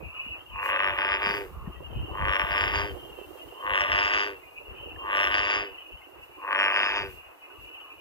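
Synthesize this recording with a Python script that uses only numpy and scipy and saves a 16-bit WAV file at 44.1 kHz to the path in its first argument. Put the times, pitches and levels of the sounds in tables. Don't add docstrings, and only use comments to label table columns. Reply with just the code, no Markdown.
import sys
import numpy as np
from scipy import signal
from scipy.fft import rfft, irfft
from scipy.io import wavfile
from scipy.ndimage import uniform_filter1d, map_coordinates

SR = 44100
rng = np.random.default_rng(int(sys.argv[2]) if len(sys.argv) > 2 else 0)


def how_loud(loudness_db):
    steps = np.asarray(loudness_db, float) / 20
    return 10 ** steps


def store_pcm(level_fs):
    pcm = np.round(np.clip(level_fs, -1, 1) * 32767).astype(np.int16)
    wavfile.write(sys.argv[1], SR, np.atleast_2d(pcm).T)


N = 353196
TIME = np.arange(N) / SR
HZ = np.maximum(np.arange(N // 2 + 1) * SR / N, 1)

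# start and end in seconds, effort in dB, edge against high throat in dB,
# mouth ring at the start against the end in dB.
CROAKS = [
    (0.48, 1.528, 0, -10.5, -36.5),
    (2.06, 2.997, 2.5, -8.5, -21),
    (3.529, 4.408, 10, -9, -13),
    (4.931, 5.764, 6.5, -6, -14),
    (6.337, 7.165, 5, -3.5, -21.5),
]
# time in seconds, pulses per second.
PULSE_RATE = [
    [(0.5784, 99.1), (0.79, 97.1), (1.0, 97.7), (1.21, 100.0), (1.38, 101.8), (1.44, 100.0)],
    [(2.1426, 100.2), (2.3375, 97.2), (2.525, 98.9), (2.7125, 101.7), (2.9, 102.0)],
    [(3.6163, 101.0), (3.7925, 98.1), (3.965, 99.9), (4.1375, 102.5), (4.31, 102.3)],
    [(5.0487, 98.4), (5.2075, 98.4), (5.365, 100.5), (5.5225, 102.5), (5.68, 102.4)],
    [(6.4267, 98.3), (6.5925, 97.8), (6.755, 99.7), (6.9175, 101.2), (7.08, 100.0)],
]
# first strong pulse in seconds, flutter in Hz,
# flutter depth in dB, sag just before in dB.
STROKES = [(0.554, 28.4, 17, 51), (0.986, 30.7, 13, -16.5), (1.227, 30, -14, -9.5), (2.148, 28.2, -4, 4),
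           (2.507, 27.5, 1, -10.5), (2.735, 30, -4, -6), (3.628, 26, 32, -2), (3.918, 27.4, 4, -11),
           (4.138, 30, 4, -5.5), (5.036, 30, -2, -36), (5.344, 32, 5, -6), (5.503, 31.3, 2, -3),
           (6.415, 31, 87, -40), (6.761, 32, -2, 0), (6.954, 28.5, 12, -9)]
# middle in seconds, extra level in dB, length in seconds.
ACCENTS = [(0.557, 12, 0.01), (0.594, 7, 0.02), (0.622, -0.5, 0.015), (0.657, 6, 0.0086),
           (0.694, 4.0, 0.02), (0.73, 1, 0.03), (0.76, 5, 0.01), (0.781, 2, 0.01), (0.801, 5.5, 0.016),
           (0.838, 2.5, 0.022), (0.879, 4.5, 0.02), (0.904, 4.5, 0.019), (0.981, 6.5, 0.018),
           (1.012, 1.5, 0.02), (1.048, 4, 0.01), (1.089, 4.5, 0.013), (1.124, 5, 0.025), (1.154, 5, 0.016),
           (1.224, 2.5, 0.02), (1.289, 3.5, 0.0092), (2.151, 9, 0.01), (2.217, 6, 0.018), (2.252, 7, 0.012),
           (2.288, 5, 0.015), (2.33, 3, 0.017), (2.365, 4, 0.035), (2.396, 5.5, 0.012), (2.416, 4.5, 0.01),
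           (2.436, 0, 0.0052), (2.513, 1, 0.016), (2.579, 4.5, 0.01), (2.609, 5, 0.013), (2.678, 5, 0.012),
           (2.727, -5, 0.01), (2.747, 0, 0.011), (2.786, 0, 0.01), (3.669, 7, 0.017), (3.7, 4, 0.02),
           (3.736, 4.0, 0.01), (3.756, 3.0, 0.01), (3.776, 2.5, 0.01), (3.817, 3, 0.011),
           (3.837, 4.5, 0.0087), (3.923, 3, 0.02), (3.988, 3, 0.0091), (5.105, 3.5, 0.018),
           (5.129, 4.5, 0.0084), (5.271, 6, 0.01), (5.346, 4.5, 0.018), (5.504, 1, 0.02), (6.443, 1, 0.02),
           (6.483, 5, 0.02), (6.518, 5.5, 0.03), (6.68, 4.5, 0.01), (6.731, -4, 0.01), (6.766, 5, 0.017),
           (6.831, 3.5, 0.01), (6.866, 2, 0.022), (6.901, 3, 0.014), (6.95, -3, 0.01),
           (3.952, 1.5, 0.016), (4.052, 2.5, .01), (4.077, 3.5, .01), (4.134, 4, 0.0081), (5.17, 4.5, .01),
         (5.202, 5, .02), (5.242, 5, 0.021), (5.389, 3, 0.028), (6.546, 5.5, 0.034), (6.601, 5, 0.024),
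         (6.624, 4, 0.022), (6.652, 5, 0.025), (6.797, 2, .02), (.629, 8, 0.0063), (.844, 3, .01),
         (1.141, 6, 0.0091), (1.259, 5.5, .01), (2.183, 7, .03), (2.458, -3, .01), (2.565, 1, .02),
         (2.642, 6, 0.0091), (2.758, 3, 0.0087), (3.808, 3.5, 0.012), (3.899, 5, .01), (3.995, 2.5, 0.009),
         (5.151, 3, .01), (5.186, 1, .01), (5.325, 2.5, 0.027), (6.588, 1.5, 0.012), (6.618, 2, 0.011),
         (6.668, 2, .01), (0.786, -13, 0.0092), (0.983, -4.5, .01), (2.378, -12, 0.019), (6.54, -9, .01),
         (1.19, -7, .02)]
# rise in seconds, early level in dB,
# late level in dB, fade before the end in seconds, share of the effort (0-1).
PARTS = [
    (0.29, -44, -49.5, 0.14, 0.21),
    (0.19, -36.5, -36.5, 0.19, 0.1),
    (0.27, -34, -34, 0.23, 0.36),
    (0.23, -45.5, -39.5, 0.21, 0.072),
    (1, -86.5, -34, 0.12, 0.17),
]
ARCH_DB = [0.53, 0.11, 1.32, 0.11, 0.47]
RISE_DB = [50.6, 26, 64, 58.3, 30]
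FADE_DB = [40.3, 48.6, 43.7, 57, 30]
RISE_BEND = [2.07, 2.02, 2.4, 0.64, 1.33]
FADE_BEND = [1.16, 1.35, 1.91, 1.45, 1.4]
# centre in Hz, width in Hz, early dB, late dB.
SAC = [(342, 133, -28.5, -2), (363, 92, 3.5, 11), (547, 34, 12.5, -22), (609, 117, 2, 10), (709, 67, 7, 4)]
LOW_THROAT = [(890, 81, 1.1, -8.5), (1042, 86, 9.3, -49), (1175, 168, 2.6, -11)]
HIGH_THROAT = [(1527, 126, 15.5, 11.5), (1765, 193, 14, 6), (2120, 1400, -31, -1.5)]
EDGE = [(2660, 270, -7, 15), (2850, 990, 22, -5.5), (3820, 3700, -39.5, 3)]
# centre in Hz, width in Hz, early dB, late dB.
SHOULDER = [(2000, 166, 4.5, 6), (2620, 760, 0, 5.5), (2750, 88, -32, -30)]
# centre in Hz, width in Hz, early dB, late dB.
HUM = [(388, 100, 12, -1.5), (482, 31, -26, -3.5), (324, 38, -17, -19)]
ROUGH = [.036, .015, .006, .009]
# centre in Hz, width in Hz, depth 0-1.
NOTCHES = [(1375, 51, 0.85), (2207, 22, 1)]
# start in Hz, end in Hz, width in Hz, level in dB,
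# share of the croak at which the climb is done.
FILLING = [(471, 568, 45, 0, 0.34), (1038, 1206, 115, -4.5, 0.3)]
# time in seconds, loss while shut in dB.
OPENINGS = [(0.72, -12), (2.33, -8), (3.7, -6), (5.12, -8), (6.82, -11)]
# start in Hz, end in Hz, width in Hz, start level in dB, end level in dB.
MOUTH = [(6080, 4800, 240, -6, 15), (5030, 4600, 58, -7, 12.5), (7660, 5540, 490, -33, 10),
         (6650, 6300, 120, -18, 1), (7900, 4000, 4100, 2, -30), (7520, 6940, 114, -12, -3),
         (5250, 5110, 41, 0, 4.5)]
MOUTH_ENTERS = [0.05, 0.48, 0.05, 0.49, 0.05, 0.56, 0.53]
# centre in Hz, width in Hz, level in dB.
CRACK = [(4200, 900, 6), (7900, 1900, -3.5)]
# frequency in Hz, shade in dB, lag in radians.
FAR_PORT = [(0, 0, 0), (450, 3, .55), (900, -2, 1.3), (1200, -1, 1.3), (1500, -4, 1.9), (1900, -2, 1.7),
            (2400, 0, 2.3), (2750, 1, 3.8), (3700, -3, 5.0), (4300, 0, 4.8), (4650, 2, 6.3),
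            (6300, -1, 9.6), (8000, 0, 11.5)]
TURN = [1.0, 0.01, -2.0, -1.3, 2.7]
# time in seconds, effort in dB, lead pitch in Hz.
CHORUS = [(0.0, -57.5, 2550), (0.2, -44, 2660), (0.36, -46.5, 2656), (0.44, -63.5, 3040), (0.55, -49, 2600),
          (0.68, -39, 2554), (0.8, -44.5, 2690), (1.55, -68, 2695), (1.8, -57, 2850), (2.0, -52.5, 2845),
          (3.0, -56.5, 2930), (3.23, -58, 2860), (3.33, -67, 2842), (3.57, -55.5, 2850),
          (4.52, -60.5, 2510), (4.82, -51, 2833), (5.85, -53, 2743), (6.0, -57, 2776), (6.1, -63.5, 2750),
          (6.3, -64.5, 2700), (6.42, -53.5, 2590), (7.25, -58, 2660), (7.38, -69.5, 2660),
          (7.55, -60, 2710), (7.68, -54, 2690), (7.8, -52.5, 2750), (8.0, -59, 2670)]
# middle in seconds, level in dB, half length in seconds.
CHIRPS = [(1.68, -81, 0.024), (3.4, -54.5, 0.031), (4.58, -47, 0.013), (6.22, -58.5, 0.04),
          (7.47, -58, 0.06)]
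# middle in seconds, level in dB, half length in seconds.
GRUNTS = [(0.15, -49, 0.04), (0.43, -55, 0.014), (1.62, -50, 0.1), (7.55, -57, 0.045), (7.88, -53, 0.055)]
# start in seconds, peak in dB, pitch in Hz, 60 dB decay in seconds, left-right in dB.
PEEPS = [(0.1451, -46, 1300, 0.034, 9), (1.6621, -53, 1830, 0.044, -8), (1.7554, -61, 1930, 0.18, 5),
         (3.1757, -74, 1690, 0.21, -18), (3.4256, -65, 2000, 0.14, 2), (4.43, -63, 2090, 0.08, -22),
         (4.9601, -38.5, 1750, 0.019, -2), (5.7708, -64, 1980, 0.11, 3), (6.0162, -55, 2120, 0.075, 6),
         (7.436, -66, 2120, 0.15, 1.0), (7.5004, -55, 1490, 0.088, -0.5), (7.6994, -65, 1480, 0.12, 7),
         (7.8565, -68, 1700, 0.082, 11)]
# start in seconds, peak in dB, pitch in Hz, left-right in dB.
THUMPS = [(0.028, -39, 157, -9), (0.264, -46, 240, -14), (1.267, -35, 205, 11), (1.299, -35, 196, 2),
          (1.674, -27.5, 169, 9), (3.213, -43, 394, -25)]
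# time in seconds, gain in dB.
FACING = [(0.0, 10), (0.08, -2.5), (0.55, -5), (1.6, 1.5), (2.1, 10), (3.5, 5.5), (4.5, -0.5), (5.0, 6.5),
          (5.8, -3), (6.4, -2), (7.4, -6), (7.6, 1.5), (8.0, -7.5)]
# time in seconds, level in dB.
BREEZE = [(0.0, -66), (0.9, -48), (1.45, -61), (1.95, -32.5), (2.4, -40.5), (2.85, -40), (3.1, -52.5),
          (3.62, -62), (3.72, -42.5), (3.95, -45), (4.5, -62), (4.75, -47), (5.55, -48), (5.8, -69),
          (6.8, -57), (7.08, -39), (7.4, -75), (8.0, -63.5)]
# middle in seconds, level in dB, half length in seconds.
PUFFS = [(5.94, -51, 0.019), (6.18, -50.5, 0.031), (7.62, -48, 0.033)]
# middle in seconds, level in dB, half length in seconds.
GUSTS = [(0.05, -41, 0.037), (0.28, -50, 0.058), (0.56, -45, 0.034), (0.92, -47, 0.065), (1.12, -50, 0.064),
         (1.35, -44.5, 0.091), (1.6, -40, 0.11), (2.0, -34, 0.032), (2.24, -27.5, 0.021), (2.73, -42, 0.17),
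         (2.9, -52, 0.02), (3.93, -40, 0.025), (5.6, -47, 0.026), (5.72, -54, 0.014), (7.1, -61, 0.029)]
# frequency in Hz, level in dB per Hz.
GUST_TONE = [(22, -45), (38, 9.5), (70, 14), (114, 5), (172, -3.5), (220, -6), (280, -13), (360, -32),
             (620, -120)]
# middle in seconds, level in dB, half length in seconds.
RUSTLE = [(0.67, -51.5, 0.03), (0.9, -64.5, .2), (1.36, -58, 0.11), (2.5, -62.5, 0.24), (2.8, -62, 0.41),
          (3.37, -63.5, 0.14), (3.9, -63.5, 0.46), (5.24, -58, 0.1), (6.25, -67, .03), (6.7, -64.5, 0.19),
          (7.12, -59.5, 0.057), (7.64, -66, 0.045)]
# frequency in Hz, level in dB per Hz.
HISS = [(2000, 2.5), (3400, -0.5), (5280, -5.5), (9600, -3), (10700, -3), (12700, 2), (14200, 4),
        (15600, -8)]
# frequency in Hz, left-right in dB.
HISS_PAN = [(4000, -.5), (8000, 0), (11000, -4), (15000, -7)]
# frequency in Hz, level in dB per Hz.
AIR = [(150, -66), (260, -62), (400, 0), (1000, 10), (1500, 2), (2100, -2.5), (3400, -17), (5000, -78)]


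def bullfrog():
    levels_db, bright_db, progress = breath()
    clicks, place, flutter, sag = larynx()
    push = flutter + sag
    puff = rng.standard_normal(N) * (.35 + np.exp(-3.0 * place))
    voice = open_top(body(clicks, puff, push, levels_db, bright_db, progress))
    voice += filling(clicks * how_loud(0.22 * push) + 0.047 * puff, progress, levels_db[:2])
    voice += mouth((clicks + 0.079 * puff) * how_loud(1.3 * flutter + 1.48 * sag), progress, levels_db[3])
    snap = (clicks + .3 * puff * np.exp(-9.0 * place)) * how_loud(3.2 * push)
    voice += crack(snap, levels_db[2])
    voice *= how_loud(1.5)
    hz, shade_db, lag = np.transpose(FAR_PORT)
    right = colour(voice, how_loud(np.interp(HZ, hz, shade_db)) * np.exp(-1j * np.interp(HZ, hz, lag)))
    return np.array([voice, turned(right)]) + bank_echoes(voice)


def breath():
    croak = np.clip(np.searchsorted([c[0] for c in CROAKS], TIME + .2) - 1, 0, None)
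    start, end, effort_db, edge_db, mouth_db = np.transpose(CROAKS)[:, croak]
    progress = np.clip((TIME - start) / (end - start), 0, 1)
    levels = []
    for part, arch_db, rise_db, fade_db, rise_bend, fade_bend in zip(
            PARTS, ARCH_DB, RISE_DB, FADE_DB, RISE_BEND, FADE_BEND):
        rise, early_db, late_db, fade, share = part
        held = early_db + (late_db - early_db) * progress + arch_db * np.sin(np.pi * progress)
        swell = rise_db * np.clip(1 - (TIME - start) / rise, 0, 2) ** rise_bend
        fall = fade_db * np.clip(1 - (end - TIME) / fade, 0, 2) ** fade_bend
        levels.append(held + share * effort_db - swell - fall)
    levels[3] = levels[3] + mouth_db * (1 - progress)
    return levels, edge_db, progress


def larynx():
    drop, drop_s = .13, .13
    slowing = sum(np.interp(TIME, [c[1] - drop_s, c[1], c[1] + .2], [0, drop, 0]) for c in CROAKS)
    cycles = np.cumsum(in_time(PULSE_RATE)[0] * (1 - slowing)) / SR
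    firsts = np.array([round(p[0][0] * SR) for p in PULSE_RATE])
    croak = np.clip(np.searchsorted(firsts, np.arange(N) + SR // 4) - 1, 0, None)
    jitter = .013 * drift(40.7)
    clicks, place = pulses(cycles - cycles[firsts][croak] - .06 + jitter)
    start, rate, depth_db, sag_db = np.transpose(STROKES)
    stroke = np.clip(np.searchsorted(start, TIME + 0.0061) - 1, 0, None)
    beat = np.cos(2 * np.pi * rate[stroke] * (TIME - start[stroke])) + 0.5 * drift(68)
    to_next = np.append(start[1:], 99)[stroke] - TIME
    sag = np.clip(1 - to_next / 0.11, 0, .6) * np.append(sag_db[1:], 0)[stroke]
    flutter = .2 * np.minimum(depth_db[stroke], 5) * np.tanh(beat) * how_loud(sag)
    return clicks, place, flutter + 1.05 * accents() - 11, sag


def accents():
    return sum(db * np.clip(.5 + (length / 2 - np.abs(TIME - s)) / .003, 0, 1)
               for s, db, length in ACCENTS)


def body(clicks, puff, push, levels_db, bright_db, progress):
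    sac_db, low_db, high_db, _, hum_db = levels_db
    path = body_path()
    edge_db = high_db + 2.8 * np.minimum(high_db + 32.0, 0) * (progress < .5) + bright_db
    edge_db = edge_db - 14 * np.clip((progress - .78) / .22, 0, 1)
    shoulder_db = high_db - 11.5 - 0.63 * bright_db
    cavities = (    # resonances, level dB, response to pushing, air noise share, bend of the crossfade
        (SAC, sac_db, .5, ROUGH[0], 2.5),
        (LOW_THROAT, low_db, .6, ROUGH[1], 1.2),
        (HIGH_THROAT, high_db, 1.1, ROUGH[2], 1.2),
        (EDGE, edge_db, 1.1, ROUGH[3], 1.2),
        (HUM, hum_db, .15, .004, 2.5),
        (SHOULDER, shoulder_db, 1.1, ROUGH[2], 1.2))
    voice = np.zeros(N)
    for rings, level_db, shake, rough, bend in cavities:
        own_db = .45 * shake * (1 - 0.6 * progress) * drift(30)
        air = rough * (1.35 + 0.37 * progress ** 2) * puff * how_loud(0.035 * push)
        drive = clicks * how_loud(np.minimum(shake, 1) * push + own_db) + air
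        early, late = (rms_one(colour(drive, modes(rings, column) * path)) for column in (2, 3))
        voice += how_loud(level_db) * (early + (late - early) * progress ** bend)
    return voice


def body_path():
    sweep_s = .0039 * (1000 / np.clip(HZ, 500, 4500) - .5)
    sweep = np.exp(-2j * np.pi * np.cumsum(sweep_s) * SR / N)
    sweep = sweep / (1 + (HZ / 3800) ** 22) / (1 + (250 / HZ) ** 8)
    ground = 1 + how_loud(-14) * np.exp(-2j * np.pi * HZ * .0043)
    for hz, width, depth in NOTCHES:
        ground = ground * (1 - np.clip(depth, 0, .95) / (1 + (2 * (HZ - hz) / width) ** 2))
    return sweep * ground


def open_top(x):
    top = colour(x, 1 / (1 + (3150 / HZ) ** 24))
    shut_db = sum(db * np.clip((s - TIME) / .08, 0, 1) * (TIME > s - .6) for s, db in OPENINGS)
    leak_db = 0.57 * uniform_filter1d(accents(), size=300) * (shut_db < 0)
    return x + top * (how_loud(shut_db + leak_db) - 1)


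def filling(drive, progress, levels_db):
    out = np.zeros(N)
    for (a, b, width, db, done), level_db in zip(FILLING, levels_db):
        ring = moving_ring(drive, a + (b - a) * np.clip(progress / done, 0, 1), width)
        out += how_loud(level_db + db - 10 * np.clip(progress / done - 1, 0, 3)) * rms_one(ring)
    return out


def mouth(drive, progress, level_db):
    out = np.zeros(N)
    for (a, b, width, a_db, b_db), enters in zip(MOUTH, MOUTH_ENTERS):
        ring = rms_one(moving_ring(drive, a + (b - a) * progress ** .55, width))
        waiting_db = 25 * np.clip((enters - progress) / .1, 0, 1)
        out += how_loud(a_db + (b_db - a_db) * progress - waiting_db) * ring
    return how_loud(level_db) * out / np.sqrt(uniform_filter1d(out ** 2, size=9000) + 1e-9)


def crack(snap, high_db):
    level_db = high_db + 1.7 * np.minimum(high_db + 31.0, 0) - 31.5
    return how_loud(level_db) * rms_one(colour(snap, modes(CRACK, 2)))


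def turned(x):
    middles = [(c[0] + c[1]) / 2 for c in CROAKS]
    return map_coordinates(x, [np.arange(N) + np.interp(TIME, middles, TURN)], order=3, mode="nearest")


def bank_echoes(x):
    tail = rng.standard_normal((2, N)) * how_loud(-60 * TIME / .2) * (TIME > .002)
    tail = tail / np.sqrt(np.sum(tail ** 2) / 2)
    return how_loud(-17) * colour(x, rfft(tail) / (1 + (HZ / 4000) ** 2))


def chorus():
    trill_db, lead_hz = in_time([CHORUS])
    grunt_db = -69.5 + (trill_db - trill_db.mean()) + 0.45 * in_time([FACING])[0]
    trill, grunt = np.zeros((2, N)), np.zeros((2, N))
    frogs = (
        (lead_hz, 170, 4, 7), (.96 * lead_hz, 144.5, -2, 11), (.91 * lead_hz, 187.5, -13, 2),
        (1.075 * lead_hz, 150, -1, 11), (2800, 126.5, -3, -4))
    for hz, per_s, db, lag in frogs:
        train = pulses(np.cumsum(per_s * (1 + .04 * drift(6))) / SR)[0]
        clicks = (train + .05 * rng.standard_normal(N)) * how_loud(db + 4 * drift(12))
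        bend = 1 + .012 * drift(7)
        high = moving_ring(clicks, hz * bend, 80)
        low = moving_ring(clicks, .42 * hz * bend, 240)
        trill += [high, np.roll(high, lag)]
        grunt += [low, np.roll(low, -lag // 4)]
    trill_gain = np.hypot(how_loud(trill_db), swells(CHIRPS)) * how_loud(7.5)
    grunt_gain = np.hypot(how_loud(grunt_db), swells(GRUNTS)) * how_loud(-1.0)
    return trill_gain * even(trill) + grunt_gain * even(grunt)


def even(x):
    return x / np.sqrt(uniform_filter1d(x[0] ** 2, size=5000))


def peeps():
    out = np.zeros((2, N))
    thumps = [(s, db, hz, .03, pan_db) for s, db, hz, pan_db in THUMPS]
    for s, db, hz, t60, pan_db in [*PEEPS, *thumps]:
        first = int(s * SR)
        t = np.clip(TIME[first:int((s + .3) * SR)] - s, 0, None)
        tone = np.sin(2 * np.pi * hz * t * (1 + 0.033 * t))
        note = tone * (1 - np.exp(-t / 0.0035)) * how_loud(db + 10.0 - 60 * t / t60)
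        out[:, first:first + len(t)] += pan(note, pan_db)
    return out


def wind():
    breeze, gusts = how_loud(in_time([BREEZE])[0]), swells(GUSTS)
    tone = how_loud(at_hz(GUST_TONE))
    rumble = [rms_one(colour(rng.standard_normal(N) * how_loud(5.2 * drift(38)), tone)) for side in "LR"]
    windward = breeze + swells(PUFFS) + gusts * how_loud(-1)
    sheltered = breeze * how_loud(-22) + gusts
    return np.array([windward, sheltered]) * rumble


def water():
    db = -59 + in_time([FACING])[0]
    out, pitches = np.zeros((2, N)), np.geomspace(310, 1200, 10)
    for side in (0, 1):
        born = rng.random(N) < 900 * how_loud(5 * drift(25)) / SR
        born = born * how_loud(4.2 * np.minimum(rng.exponential(1, N), 4))
        dealt = rng.integers(0, 10, N)
        for k, hz in enumerate(pitches):
            r, w = how_loud(-60 / (19.0 / hz * SR)), 2 * np.pi * hz / SR
            hits = born * (dealt == k) + 1e-18
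            bubbles = signal.lfilter([0, np.sin(w)], [1, -2 * r * np.cos(w), r * r], hits)
            out[side] += bubbles * (hz / 300) ** -.3
        out[side] = rms_one(colour(out[side], 1 / (1 + (270 / HZ) ** 8) / (1 + (HZ / 1500) ** 3)))
    return pan(how_loud(db + 3.5) * out, np.array(-9))


def hiss():
    white, tilt = rng.standard_normal((2, 2, N)), at_hz(HISS_PAN) / 2
    top = rms_one(colour(white[0], how_loud(at_hz(HISS) + np.array([tilt, -tilt]))))
    wash = rms_one(colour(white[1] + 0.21 * white[1, 0], how_loud(at_hz(AIR))))
    wash = wash * how_loud(-56.5 + 2.0 * drift(4.8))
    level = np.sqrt(how_loud(-68) ** 2 + pan(swells(RUSTLE), 1) ** 2)
    return top * level * how_loud(3.5 + .5 * drift(25)) + wash


def rms_one(x):
    return x / np.sqrt(np.mean(x ** 2) + 1e-20)


def in_time(tables):
    s, *columns = np.vstack(tables).T
    return [np.interp(TIME, s, c) for c in columns]


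def at_hz(points):
    hz, db = np.transpose(points)
    return np.interp(np.log(HZ), np.log(hz), db)


def colour(x, response):
    return irfft(rfft(x) * response, N)


def pan(x, db):
    return x * how_loud(np.array([db / 2, -db / 2]).reshape(2, -1))


def drift(rate):
    shape = (HZ > 1) / (1 + (HZ / rate) ** 2) + 0.33 * (HZ <= 1)
    return rms_one(colour(rng.standard_normal(N), shape))


def swells(rows):
    return np.sqrt(sum(how_loud(2 * db) * np.exp(-((TIME - s) / half) ** 2) for s, db, half in rows))


def pulses(cycles):
    place = cycles % 1
    at = np.flatnonzero(np.diff(np.floor(cycles)) > 0) + 1
    late = np.clip(place[at] / (cycles[at] - cycles[at - 1]), 0, 1)
    clicks = np.zeros(N)
    clicks[at - 1], clicks[at] = late, 1 - late
    return clicks, place


def moving_ring(x, hz, width_hz):
    turn = np.exp(2j * np.pi * np.cumsum(hz) / SR)
    r = np.exp(-np.pi * width_hz / SR)
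    return (turn * signal.lfilter([(1 - r) ** 2], [1, -2 * r, r * r], x / turn)).real


def modes(rows, column):
    return np.sqrt(sum(how_loud(2 * row[column]) / (1 + (2 * (HZ - row[0]) / row[1]) ** 2) ** 2 for row in rows))


def scene():
    return bullfrog() + chorus() + peeps() + wind() + water() + hiss()


def band_limit(x):
    return signal.sosfilt(signal.butter(12, 15720, fs=SR, output="sos"), x)


def record(dry):
    return band_limit(dry)


dry = scene()
out = record(dry)
store_pcm(out)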